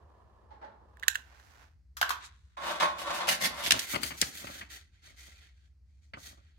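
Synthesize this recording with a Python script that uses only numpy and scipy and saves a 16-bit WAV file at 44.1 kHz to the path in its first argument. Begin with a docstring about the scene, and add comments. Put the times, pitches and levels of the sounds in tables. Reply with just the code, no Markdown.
"""A metal baking tray is dragged over gritty concrete: it slips, catches and rings as sand grinds under it.
Before that, a lighter's flame rushes softly at the edge of a sheet of paper, the lever clicks off,
a sleeve swings past and the lighter clatters onto the floor. As the dragging ends, fingers knock and rub
on a hand-held camera and denim rustles against it. A low rumble fills the small, hard room."""
import sys
import numpy as np
from scipy import signal
from scipy.fft import rfft, irfft
from scipy.io import wavfile
from scipy.ndimage import uniform_filter1d

SR = 44100
rng = np.random.default_rng(int(sys.argv[2]) if len(sys.argv) > 2 else 0)


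def to_wav(sig):
    """Store sig (one row per channel, or 1-D mono) as 16-bit WAV at the path in sys.argv[1].

    Samples outside -1..1 are clipped; the rate is SR.
    """
    pcm = np.clip(np.atleast_2d(sig), -1, 1) * 32767
    pcm = np.round(pcm).astype(np.int16)
    wavfile.write(sys.argv[1], SR, pcm.T)  # frames by channels


N = 290178
T = np.arange(N) / SR

# Pushes that slide the tray: start_s, length_s, level_db
PUSHES = [(2.565, 0.15, -34.5), (2.72, 0.048, -41), (2.785, 0.05, -30.5), (2.92, 0.13, -41.5),
          (2.99, 0.16, -35.5), (3.14, 0.089, -34), (3.40, 0.15, -47), (3.52, 0.1, -41.5), (3.63, 0.13, -45)]
# The tray catching on the floor: start_s, level_db, treble_db, fade_s, pan_db
# (a fade is the time to drop by 60 dB; a pan above zero is to the left)
CATCHES = [(2.568, -42, -12.5, 0.17, -3), (2.799, -26.5, 0.5, 0.093, 0), (2.82, -24, -8, 0.13, -3),
           (3.278, -28.5, -9, 0.058, -0.5), (3.406, -39.5, -17.5, 0.046, 6), (3.435, -36, -3.5, 0.092, -2)]
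# Tone of the scrape, or how strong each pitch is: pitch_hz, level_db
SCRAPE_TONE = [(71, -59), (120, -25.5), (355, -13.5), (418, -23), (580, -8), (773, -8), (1090, -2.5),
               (1290, -7.5), (1400, -8), (2480, -16.5), (2700, -20), (3520, -14), (4590, -22),
               (7200, -28.5), (16000, -44.5)]
# Sand grinding under the rim: start_s, length_s, level_db, pitch_hz
GRINDS = [(2.622, 0.1, -43, 2900), (2.961, 0.067, -46, 2860), (3.12, 0.058, -38.5, 2690),
          (3.268, 0.023, -24.5, 2850), (3.301, 0.029, -25.5, 1860), (3.385, 0.084, -29.5, 1990),
          (3.49, 0.19, -42.5, 2066), (3.618, 0.06, -32.5, 3280)]
# Tone of the sand: pitch_hz, level_db
SAND_TONE = [(71, -48.5), (120, -21), (231, -8.5), (402, -17.5), (546, -8.5), (789, -8), (892, -19.5),
             (1120, -20.5), (1490, -17.5), (1980, -3.5), (2240, -5.5), (4880, -7.5), (6110, -10.5),
             (14700, -17.5), (16000, -27.5)]

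def tray():
    """The tray slides and catches on concrete; sand under its rim makes it stick, slip and chatter."""
    slips = unit(friction(per_s=6500, spread_db=-0.5, flutter_db=1.8, lag_ms=-0.11, alike=0.4))
    slips = slips * strokes(PUSHES, rise_share=0.76, fade_s=0.31)
    scrape = unit(colour(slips, SCRAPE_TONE)) * slips.std()
    catches = blows(CATCHES, SCRAPE_TONE, lag_ms=-.5, alike=0.37, rise_ms=2.7, split_hz=2400, tick_db=-17)
    sand = friction(per_s=2800, spread_db=1, flutter_db=3, lag_ms=-0.47, alike=0.12)
    starts, _, _, pitches = np.transpose(GRINDS)
    chatter_hz = pitches[np.maximum(np.searchsorted(starts, T) - 1, 0)]  # each grind has its own pitch
    chatter = amp(-8.5) * unit(resonate(sand, chatter_hz, width_hz=600))
    rasp = (unit(colour(sand, SAND_TONE)) + chatter) * strokes(GRINDS, rise_share=0.66, fade_s=0.074)
    ring = tray_ring(slips + catches, fade_s=.4, ring_db=-2.3)
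    return room(bounces(scrape + catches + rasp, echo_db=-1), echo_db=-9.5) + ring


# The notes the tray rings with: pitch_hz, level_db
TRAY_NOTES = [(565.2, -54), (602.9, -52), (656.8, -57), (732.1, -57), (791.3, -57), (855.9, -51),
              (936.7, -52), (1087, -45), (1206, -54), (1357, -49), (1475, -52), (1583, -56), (1669, -56),
              (1766, -55), (1916, -57), (2116, -59), (2159, -62), (2272, -62), (2336, -64), (2390, -59),
              (2487, -58), (2546, -59), (2853, -62), (3068, -61), (3418, -60), (3682, -64), (3779, -64),
              (4120, -61), (5350, -62), (6950, -67)]

def tray_ring(x, fade_s, ring_db):
    """Sheet metal rings on after each touch; its notes reach left and right a little out of step."""
    t = np.arange(SR // 2) / SR
    notes = sum(amp(db) * np.cos(2 * np.pi * (hz * t + .1 * rng.uniform(-0.82, 1, (2, 1))))
                for hz, db in TRAY_NOTES)
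    ring = convolve(x, notes * amp(-60 * t / fade_s))
    return amp(ring_db) * unit(ring) * x.std()


# Clicks of the lighter's lever: start_s, level_db, treble_db, fade_s, pan_db, ring_hz, ring_db
CLICKS = [(0.9704, -60.5, -1, 0.0082, -10, 1720, 12), (0.9966, -52.5, 6, 0.011, -9, 1400, -11),
          (1.0263, -38.5, -6, 0.0056, -3, 1670, 6), (1.0321, -37.5, -15, 0.035, -13.5, 1880, 8.5),
          (1.0809, -13, 1.5, 0.018, -8.5, 1870, -9.5), (1.1464, -40.5, 12, 0.025, -3, 1850, -16),
          (1.1544, -26, -5.5, 0.02, -3.5, 1740, 5), (1.398, -52, -9, 0.013, -7, 1720, 5)]
# Tone of the lever: pitch_hz, level_db
CLICK_TONE = [(240, -84.5), (400, -56), (1060, -24.5), (1330, -25.5), (1510, -10.5), (1730, -7),
              (2360, -24), (2670, -15), (3120, -14.5), (3690, -8.5), (5190, -21.5), (7170, -12),
              (8630, -22.5), (13700, -22.5), (16000, -26)]
# The lighter landing and rocking: start_s, level_db, treble_db, fade_s, pan_db, ring_hz, ring_db
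CLACKS = [(1.968, -38.5, -1, 0.089, 2.5, 1077, -10.5), (2.013, -19, -7, 0.033, 0, 777, -4.5),
          (2.027, -21.5, -16, 0.022, -0.5, 1560, 6.5), (2.092, -31, -2.5, 0.036, 13, 1490, -19.5),
          (2.104, -27, -9, 0.08, -3.5, 1066, 4.5)]
# Tone of the landing: pitch_hz, level_db
CLACK_TONE = [(120, -44), (200, -6.5), (491, -31.5), (836, -25.5), (1020, -13.5), (1120, -9.5),
              (1500, -7.5), (2250, -19), (3370, -15), (4350, -15), (6520, -15.5), (9930, -24.5),
              (12200, -15.5), (16000, -30)]

def lighter():
    """The lever springs back close by on the right; then the lighter is put on the floor."""
    lever = blows(CLICKS, CLICK_TONE, lag_ms=.43, alike=0.78, rise_ms=0.79, split_hz=2400, tick_db=-6.5)
    shell = lighter_ring(CLICKS, swell_ms=1.2, lag_ms=.45)
    landing = blows(CLACKS, CLACK_TONE, lag_ms=-.301, alike=.51, rise_ms=.63, split_hz=3160, tick_db=-38)
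    landing += lighter_ring(CLACKS, swell_ms=1.8, lag_ms=-0.2)
    sound = room(lever, echo_db=-15.5) + shell + room(landing, echo_db=-6)
    return bass_cut(sound, hz=480)  # so small a thing gives off little bass


def lighter_ring(rows, swell_ms, lag_ms):
    """Each hit wakes one note in the lighter's shell, which swells and dies almost at once."""
    out, t = np.zeros((2, N)), np.arange(SR // 10) / SR
    age = t / (swell_ms / 1000)
    swell = age ** 2 * np.exp(2 - 2 * age)
    delay_s = np.array([[lag_ms / 1000], [0]])
    for start_s, db, _, _, pan_db, hz, ring_db in rows:
        note = swell * np.sin(2 * np.pi * hz * (t - delay_s))
        add(out, start_s, note * amp(db + ring_db) * panned(pan_db))
    return out


# Sharp snaps of the camera's case: start_s, level_db, treble_db, fade_s, pan_db
SNAPS = [(3.662, -28.5, -18.5, 0.029, -5.5), (3.677, -32, -13, 0.024, -1), (3.707, -12, -6.5, 0.029, 0),
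         (3.717, -24, -5, 0.031, -13.5), (3.72, -13, -2, 0.02, 4.5), (3.792, -25.5, 5, 0.044, -1),
         (3.818, -39.5, -11.5, 0.019, 5.5), (4.214, -16, 14.5, 0.027, 3)]
# Tone of the snaps: pitch_hz, level_db
SNAP_TONE = [(120, -52.5), (200, -22.5), (709, -15.5), (1060, -22.5), (1770, -0.5), (2170, -8), (2860, 2),
             (3830, -0.5), (6170, 0.5), (10100, -7.5), (14300, -13), (16000, -24.5)]
# Dull fingertip knocks: start_s, level_db, treble_db, fade_s, pan_db
KNOCKS = [(3.944, -30.5, -15.5, 0.025, 9.5), (3.952, -31, -6.5, 0.046, 5.5),
          (3.959, -27.5, -18.5, 0.02, 13), (4.031, -27.5, 4.5, 0.05, 9), (4.061, -36.5, 14, 0.027, 2.5),
          (4.105, -40, -22, 0.074, 9), (4.116, -38.5, -18.5, 0.041, -4), (4.222, -26, -18.5, 0.046, -1.5),
          (4.469, -40.5, -10, 0.05, 6), (4.611, -39, -27, 0.088, 0.5), (6.135, -39, -31, 0.06, -2)]
# Tone of the knocks: pitch_hz, level_db
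KNOCK_TONE = [(35, -62.5), (60, 3.5), (250, 0.5), (621, -9), (862, -2.5), (2140, 4), (2650, -1.5),
              (3040, 1.5), (3850, -17), (4420, -3.5), (5720, -24.5), (8510, -21), (10300, -27),
              (14900, -33.5), (16000, -27)]
# The hand shifting its grip: start_s, length_s, level_db
GRIP_SHIFTS = [(3.41, 0.059, -41.5), (3.61, 0.078, -46), (3.715, 0.031, -35.5), (3.925, 0.027, -32.5),
               (4.02, 0.029, -46), (4.10, 0.018, -45.5), (4.205, 0.017, -41.5), (4.37, 0.15, -49),
               (4.58, 0.05, -60), (4.69, 0.14, -74.5), (5.05, 0.055, -61), (5.14, 0.22, -71),
               (6.125, 0.042, -54), (6.18, 0.15, -62.5), (6.345, 0.049, -63.5)]
# Tone of the rubbing hand: pitch_hz, level_db
GRIP_TONE = [(41, -32), (70, 3), (256, 4.5), (411, -5), (449, -12.5), (566, 4), (887, -4.5), (1180, 1.5),
             (1500, -4.5), (1950, -44), (3300, -120)]

def fingers():
    """Fingers send snaps, knocks and a low rubbing through the camera's case."""
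    snaps = blows(SNAPS, SNAP_TONE, lag_ms=-.4, alike=0.24, rise_ms=0.63, split_hz=3700, tick_db=-15)
    knocks = blows(KNOCKS, KNOCK_TONE, lag_ms=-.48, alike=0.84, rise_ms=1.8, split_hz=5100, tick_db=-8.5)
    skin = friction(per_s=3100, spread_db=5.5, flutter_db=4, lag_ms=-0.51, alike=0.89)
    grip = unit(colour(skin, GRIP_TONE)) * strokes(GRIP_SHIFTS, rise_share=0.66, fade_s=0.22)
    return room(snaps + knocks, echo_db=-11.5) + grip


# Strokes of denim and skin near the camera: start_s, length_s, body_db, treble_db
DENIM_STROKES = [(3.73, 0.12, -44, -45), (3.86, 0.082, -42.5, -43), (3.99, 0.098, -46, -43.5),
                 (4.12, 0.17, -53, -47), (4.31, 0.099, -49, -47), (4.37, 0.23, -50, -51),
                 (4.68, 0.082, -51, -51), (4.78, 0.069, -69.5, -74.5), (4.90, 0.093, -72, -76),
                 (5.005, 0.099, -59.5, -60.5), (5.135, 0.14, -58, -56), (5.25, 0.14, -63, -64),
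                 (5.39, 0.07, -60, -64.5), (5.52, 0.14, -75.5, -77), (5.82, 0.18, -87.5, -84.5),
                 (6.01, 0.05, -79.5, -74), (6.15, 0.14, -64, -54.5), (6.22, 0.062, -55, -54),
                 (6.31, 0.18, -72.5, -77.5), (6.48, 0.1, -77.5, -85)]
# Tone of the denim: pitch_hz, level_db
DENIM_TONE = [(180, -33.5), (300, -7.5), (486, -11.5), (645, -9.5), (930, -14.5), (1510, -2.5), (1660, -2),
              (2320, 0.5), (2880, -6.5), (4300, -1), (5160, -7), (6200, -3.5), (9880, -14), (13300, -11.5),
              (16000, -19)]
# Notes of the camera's case: pitch_hz, width_hz (widened to at least 150), level_db
CASE_NOTES = [(2291, 42, -3), (3300, 530, 3), (4330, 300, -1.5), (6040, 170, -3), (8500, 130, -9.5)]

def denim():
    """The weave rubs close by and rings the camera's case; harder strokes fizz more."""
    weave = friction(per_s=5000, spread_db=1.5, flutter_db=1.5, lag_ms=-.45, alike=0.32)
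    case = sum(amp(db) * signal.lfilter(*signal.iirpeak(hz, hz / max(width_hz, 150), fs=SR), weave)
               for hz, width_hz, db in CASE_NOTES)
    rasp_hz = 2100 * np.exp(.14 * drift(size=3000))  # a raspy band whose pitch wanders
    rasp = amp(-11) * unit(resonate(weave, rasp_hz, width_hz=300))
    rub = unit(colour(bounces(weave, echo_db=2), DENIM_TONE))
    body, treble = split(rub + amp(-7.5) * unit(case) + rasp, hz=4100)
    body_gain, treble_gain = (strokes(DENIM_STROKES, rise_share=0.51, fade_s=0.26, column=column)
                              for column in (2, 3))
    hiss, fizz = split(unit(treble), hz=9000)
    fizz_gain = (treble_gain / amp(-51.5)) ** 0.71
    return unit(body) * body_gain + (hiss + fizz * fizz_gain) * treble_gain


# Loudness of the flame: time_s, body_db, treble_db
FLAME_LEVELS = [(0.0, -64, -76), (0.35, -66.5, -76.5), (0.66, -63.5, -85), (0.82, -64.5, -80),
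                (1.02, -67.5, -71), (1.08, -69.5, -53)]
# Tone of the flame: pitch_hz, level_db
FLAME_TONE = [(120, -40.5), (200, 2), (262, -9.5), (344, -1), (734, -3.5), (1050, -1.5), (1570, -21),
              (1720, -16.5), (2090, -32), (3120, -34.5), (15000, -56)]
# The lighter's tip brushing the paper: start_s, level_db, treble_db, fade_s, pan_db
BRUSHES = [(0.503, -54, -17.5, 0.44, 0), (0.612, -47.5, -21, 0.46, -3.5), (0.641, -53.5, -15, 0.13, -6.5),
           (0.675, -52, -38, 0.04, 7.5)]
# Tone of the paper: pitch_hz, level_db
PAPER_TONE = [(120, -40.5), (200, -18), (636, -11), (708, -25), (864, 4.5), (980, -17.5), (1690, -16.5),
              (2420, -30.5), (4160, -33), (15000, -70.5)]

def flame():
    """The flame rushes softly; the lighter brushes the paper and the tray under it rings faintly."""
    swirls = friction(per_s=40000, spread_db=1, flutter_db=1.5, lag_ms=.09, alike=0.28)
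    body, treble = split(colour(swirls, FLAME_TONE), hz=1800)
    rush = unit(body) * level(FLAME_LEVELS) + unit(treble) * level(FLAME_LEVELS, column=2)
    brushes = blows(BRUSHES, PAPER_TONE, lag_ms=0.46, alike=0.12, rise_ms=6, split_hz=2530, tick_db=-24)
    return panned(-3) * rush + brushes + tray_ring(brushes, fade_s=.35, ring_db=-4)


# The sleeve as the arm swings away: time_s, level_db, treble_db (added to the level)
SLEEVE_LEVELS = [(1.17, -56, -5), (1.25, -67.5, -10), (1.33, -59.5, -17), (1.45, -64, -8),
                 (1.63, -59.5, -14.5), (1.77, -84.5, -15), (1.86, -94.5, -12.5)]
# Tone of the sleeve: pitch_hz, level_db
SLEEVE_TONE = [(120, -32.5), (200, -5.5), (394, -8), (806, -1.5), (1210, -4), (1560, -1.5), (3130, -12.5),
               (6400, -17.5), (8740, -28), (14600, -29.5), (16000, -35)]
# A scuff as the hand lets go of the lighter: time_s, level_db, treble_db (added to the level)
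SCUFF_LEVELS = [(2.2, -59, -13), (2.236, -49.5, -9), (2.262, -55.5, 5.5), (2.304, -64, -15),
                (2.43, -78.5, -4), (2.56, -77, -11)]
# Tone of the scuff: pitch_hz, level_db
SCUFF_TONE = [(590, -49), (1000, -1.5), (1520, 1.5), (3120, -7), (3710, -1), (4960, -10.5), (7100, -10),
              (16000, -37)]

def sleeve():
    """A sleeve swings past on the right and scuffs by the floor."""
    slips = friction(per_s=4300, spread_db=1, flutter_db=0, lag_ms=0.472, alike=0.14)
    swing = panned(-4.5) * rustle(SLEEVE_LEVELS, SLEEVE_TONE, slips, split_hz=6100)
    return swing + rustle(SCUFF_LEVELS, SCUFF_TONE, slips, split_hz=4900)


# Tone of the room's rumble: pitch_hz, level_db
RUMBLE_TONE = [(20, -32), (33, -26.5), (45, -15.5), (66, 1), (85, -6.5), (115, -17.5), (170, -25),
               (300, -38), (600, -72)]
# Tone of the faint hiss of air: pitch_hz, level_db
AIR_TONE = [(180, -32), (300, 1), (994, -12.5), (1120, -11), (2070, -5.5), (3580, -17.5), (3950, -9),
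            (4670, -6), (16000, -28.5)]

def background():
    """A low rumble with a wavering hum in it swells gently over faint air noise."""
    rumble = unit(colour(two_mics(rng.standard_normal((2, N)), lag_ms=0, alike=0.88), RUMBLE_TONE))
    hum_hz = 65.3 + 3.5 * drift(size=6000)
    hum = unit(np.sin(2 * np.pi * np.cumsum(hum_hz) / SR))
    air = unit(colour(two_mics(rng.standard_normal((2, N)), lag_ms=0, alike=.4), AIR_TONE))
    swell = amp(0.5 * drift(size=9000))
    return swell * (amp(-61) * rumble + amp(-65.5) * hum) + amp(-87.5) * air


# How long the room echoes: pitch_hz, fade_s
ROOM_FADES = [(150, 0.71), (1200, 0.33), (4000, 0.27), (14000, 0.16)]

def room(x, echo_db):
    """Many echoes come off the floor and walls; the treble dies first."""
    echoes = rng.standard_normal((2, SR // 2)) * (rng.random((2, SR // 2)) < .1)
    echoes[:, :SR // 200] = 0  # none in the first 5 ms
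    hz, t, bands = signal.stft(echoes, SR, nperseg=256)
    fade = amp(-60 * t / at_pitch(ROOM_FADES, hz)[:, None])
    tail = signal.istft(bands * fade, SR, nperseg=256)[1]
    return x + amp(echo_db) * convolve(x, tail / np.linalg.norm(tail[0]))


def bounces(x, echo_db, count=16):
    """Floor, knee and hand send back quick echoes that boost some pitches and cancel others."""
    echoes = np.zeros((2, SR // 80))
    delays = rng.integers(SR // 600, SR // 80, (2, count))
    gains = rng.choice([-1., 1.], delays.shape) * amp(echo_db) / np.sqrt(count)
    np.put_along_axis(echoes, delays, gains, axis=1)
    echoes[:, 0] = 1  # the direct sound
    return convolve(x, echoes / np.linalg.norm(echoes[0]))


def friction(per_s, spread_db, flutter_db, lag_ms, alike):
    """Rubbing is many tiny slips of uneven size that come in clumps."""
    sizes = amp(spread_db * np.minimum(rng.exponential(1, N), 4))
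    slipping = rng.random(N) < per_s / SR
    clumps = unit(uniform_filter1d(drift(size=300), size=200))
    slips = rng.standard_normal((2, N)) * sizes * slipping
    return two_mics(slips * amp(flutter_db * clumps), lag_ms, alike)


def rustle(rows, tone, slips, split_hz):
    """Rubbing noise whose treble rises and falls with the speed of the stroke."""
    body, treble = split(colour(slips, tone), split_hz)
    return level(rows) * (unit(body) + unit(treble) * level(rows, column=2))


def blows(rows, tone, lag_ms, alike, rise_ms, split_hz, tick_db):
    """Each hit is a tick and a burst of noise in the struck thing's tone, with its own share of treble."""
    out, t = np.zeros((2, N)), np.arange(SR // 3) / SR
    for start_s, db, treble_db, fade_s, pan_db, *_ in rows:
        shape = amp(-60 * t / fade_s) * (1 - np.exp(-t / (rise_ms / 1000)))
        burst = rng.choice([-1., 1.], (2, len(t))) * shape / shape.max()
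        strength = burst.std()
        burst[0, SR // 1000] += amp(tick_db) * np.linalg.norm(burst[0])  # the tick, 1 ms in
        body, treble = split(colour(two_mics(burst, lag_ms, alike), tone), split_hz)
        hit = strength * unit(unit(body) + amp(treble_db) * unit(treble))
        add(out, start_s, hit * amp(db) * panned(pan_db))
    return out


def strokes(rows, rise_share, fade_s, column=2):
    """Loudness of rubbing moves: each builds for a share of its length, holds, then dies away."""
    power = np.zeros(N)
    for row in rows:
        age_s, length_s = T - row[0], row[1]
        rise = np.sin(np.pi / 2 * np.clip(age_s / (length_s * rise_share), 0, 1)) ** 2
        fade = amp(-60 * np.maximum(age_s - length_s, 0) / fade_s)
        power += (amp(row[column]) * rise * fade) ** 2
    return np.sqrt(power)


def two_mics(pair, lag_ms, alike):
    """Two microphones share part of a sound; the left one hears it lag_ms later (earlier if negative)."""
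    right = alike * pair[0] + np.sqrt(1 - alike ** 2) * pair[1]
    delay_s = np.maximum([[lag_ms], [-lag_ms]], 0) / 1000
    hz = np.fft.rfftfreq(len(right), 1 / SR)
    return irfft(rfft([pair[0], right]) * np.exp(-2j * np.pi * hz * delay_s), len(right))


def centre_bass(x, hz):
    """Low notes have long waves, which reach both microphones alike."""
    side = signal.sosfiltfilt(signal.butter(1, hz, "high", fs=SR, output="sos"), (x[0] - x[1]) / 2)
    return x.mean(0) + np.array([side, -side])


def panned(pan_db):
    """Left and right gains, pan_db apart."""
    return amp(np.array([[pan_db], [-pan_db]]) / 2)


def colour(x, tone, size=4096):
    """Gives a sound a tone, with a filter that rings only after each hit."""
    hz = abs(np.fft.fftfreq(size, 1 / SR))
    log_gain = np.log(amp(np.maximum(at_pitch(tone, hz), -100)))
    response = np.fft.ifft(np.exp(np.conj(signal.hilbert(log_gain)))).real
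    return convolve(x, response[:size // 2])


def resonate(x, hz, width_hz):
    """Keeps a band around a moving pitch: shift it down to zero, smooth twice, shift back."""
    turn = np.exp(2j * np.pi * np.cumsum(hz) / SR)
    decay = np.exp(-np.pi * width_hz / SR)
    return (turn * signal.lfilter([(1 - decay) ** 2], [1, -2 * decay, decay ** 2], x / turn)).real


def split(x, hz):
    """The body below a pitch and the treble above it."""
    return [signal.sosfilt(signal.butter(2, hz, kind, fs=SR, output="sos").repeat(2, 0), x)
            for kind in ("low", "high")]


def bass_cut(x, hz):
    """Steeply turns down everything below a pitch."""
    return signal.sosfilt(signal.butter(4, hz, "high", fs=SR, output="sos"), x)


def convolve(x, response):
    """Filters each channel and keeps the length."""
    return signal.fftconvolve(np.atleast_2d(x), np.atleast_2d(response), axes=1)[:, :x.shape[-1]]


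def at_pitch(rows, hz):
    """Looks up a pitch in a table, gliding between rows octave by octave."""
    pitches, values = np.transpose(rows)
    return np.interp(np.log(hz + 1), np.log(pitches + 1), values)


def level(rows, column=1):
    """Gain over time from a dB column; silent outside the rows."""
    rows = np.asarray(rows)
    return amp(np.interp(T, rows[:, 0], rows[:, column], left=-150, right=-150))


def drift(size):
    """A slow random wander, smoothed over size samples."""
    return unit(uniform_filter1d(rng.standard_normal(N), size=size))


def add(mix, start_s, sound):
    """Mixes in a two-channel sound."""
    part = mix[:, int(start_s * SR):][:, :sound.shape[1]]
    part += sound[:, :part.shape[1]]


def amp(db):
    """Decibels to gain."""
    return 10 ** (np.asarray(db) / 20)


def unit(x):
    """Scales to an average strength (rms) of one."""
    return x / np.sqrt(np.mean(x ** 2) + 1e-30)


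def scene():
    """All the sounds together at the two microphones."""
    nearby = flame() + lighter() + tray() + sleeve() + denim() + fingers()
    return centre_bass(nearby, hz=194.6) + background()


def record(dry):
    """The recorder flattens any peak that is too loud and cuts the deepest bass and highest treble."""
    limited = np.clip(dry, -.85, .85)
    thin = bass_cut(limited, hz=35.5)
    treble_cut = signal.firwin(401, 16200, window=("kaiser", 9), fs=SR)
    return signal.oaconvolve(thin, treble_cut[None], "same")


dry = scene()
out = record(dry)
to_wav(out)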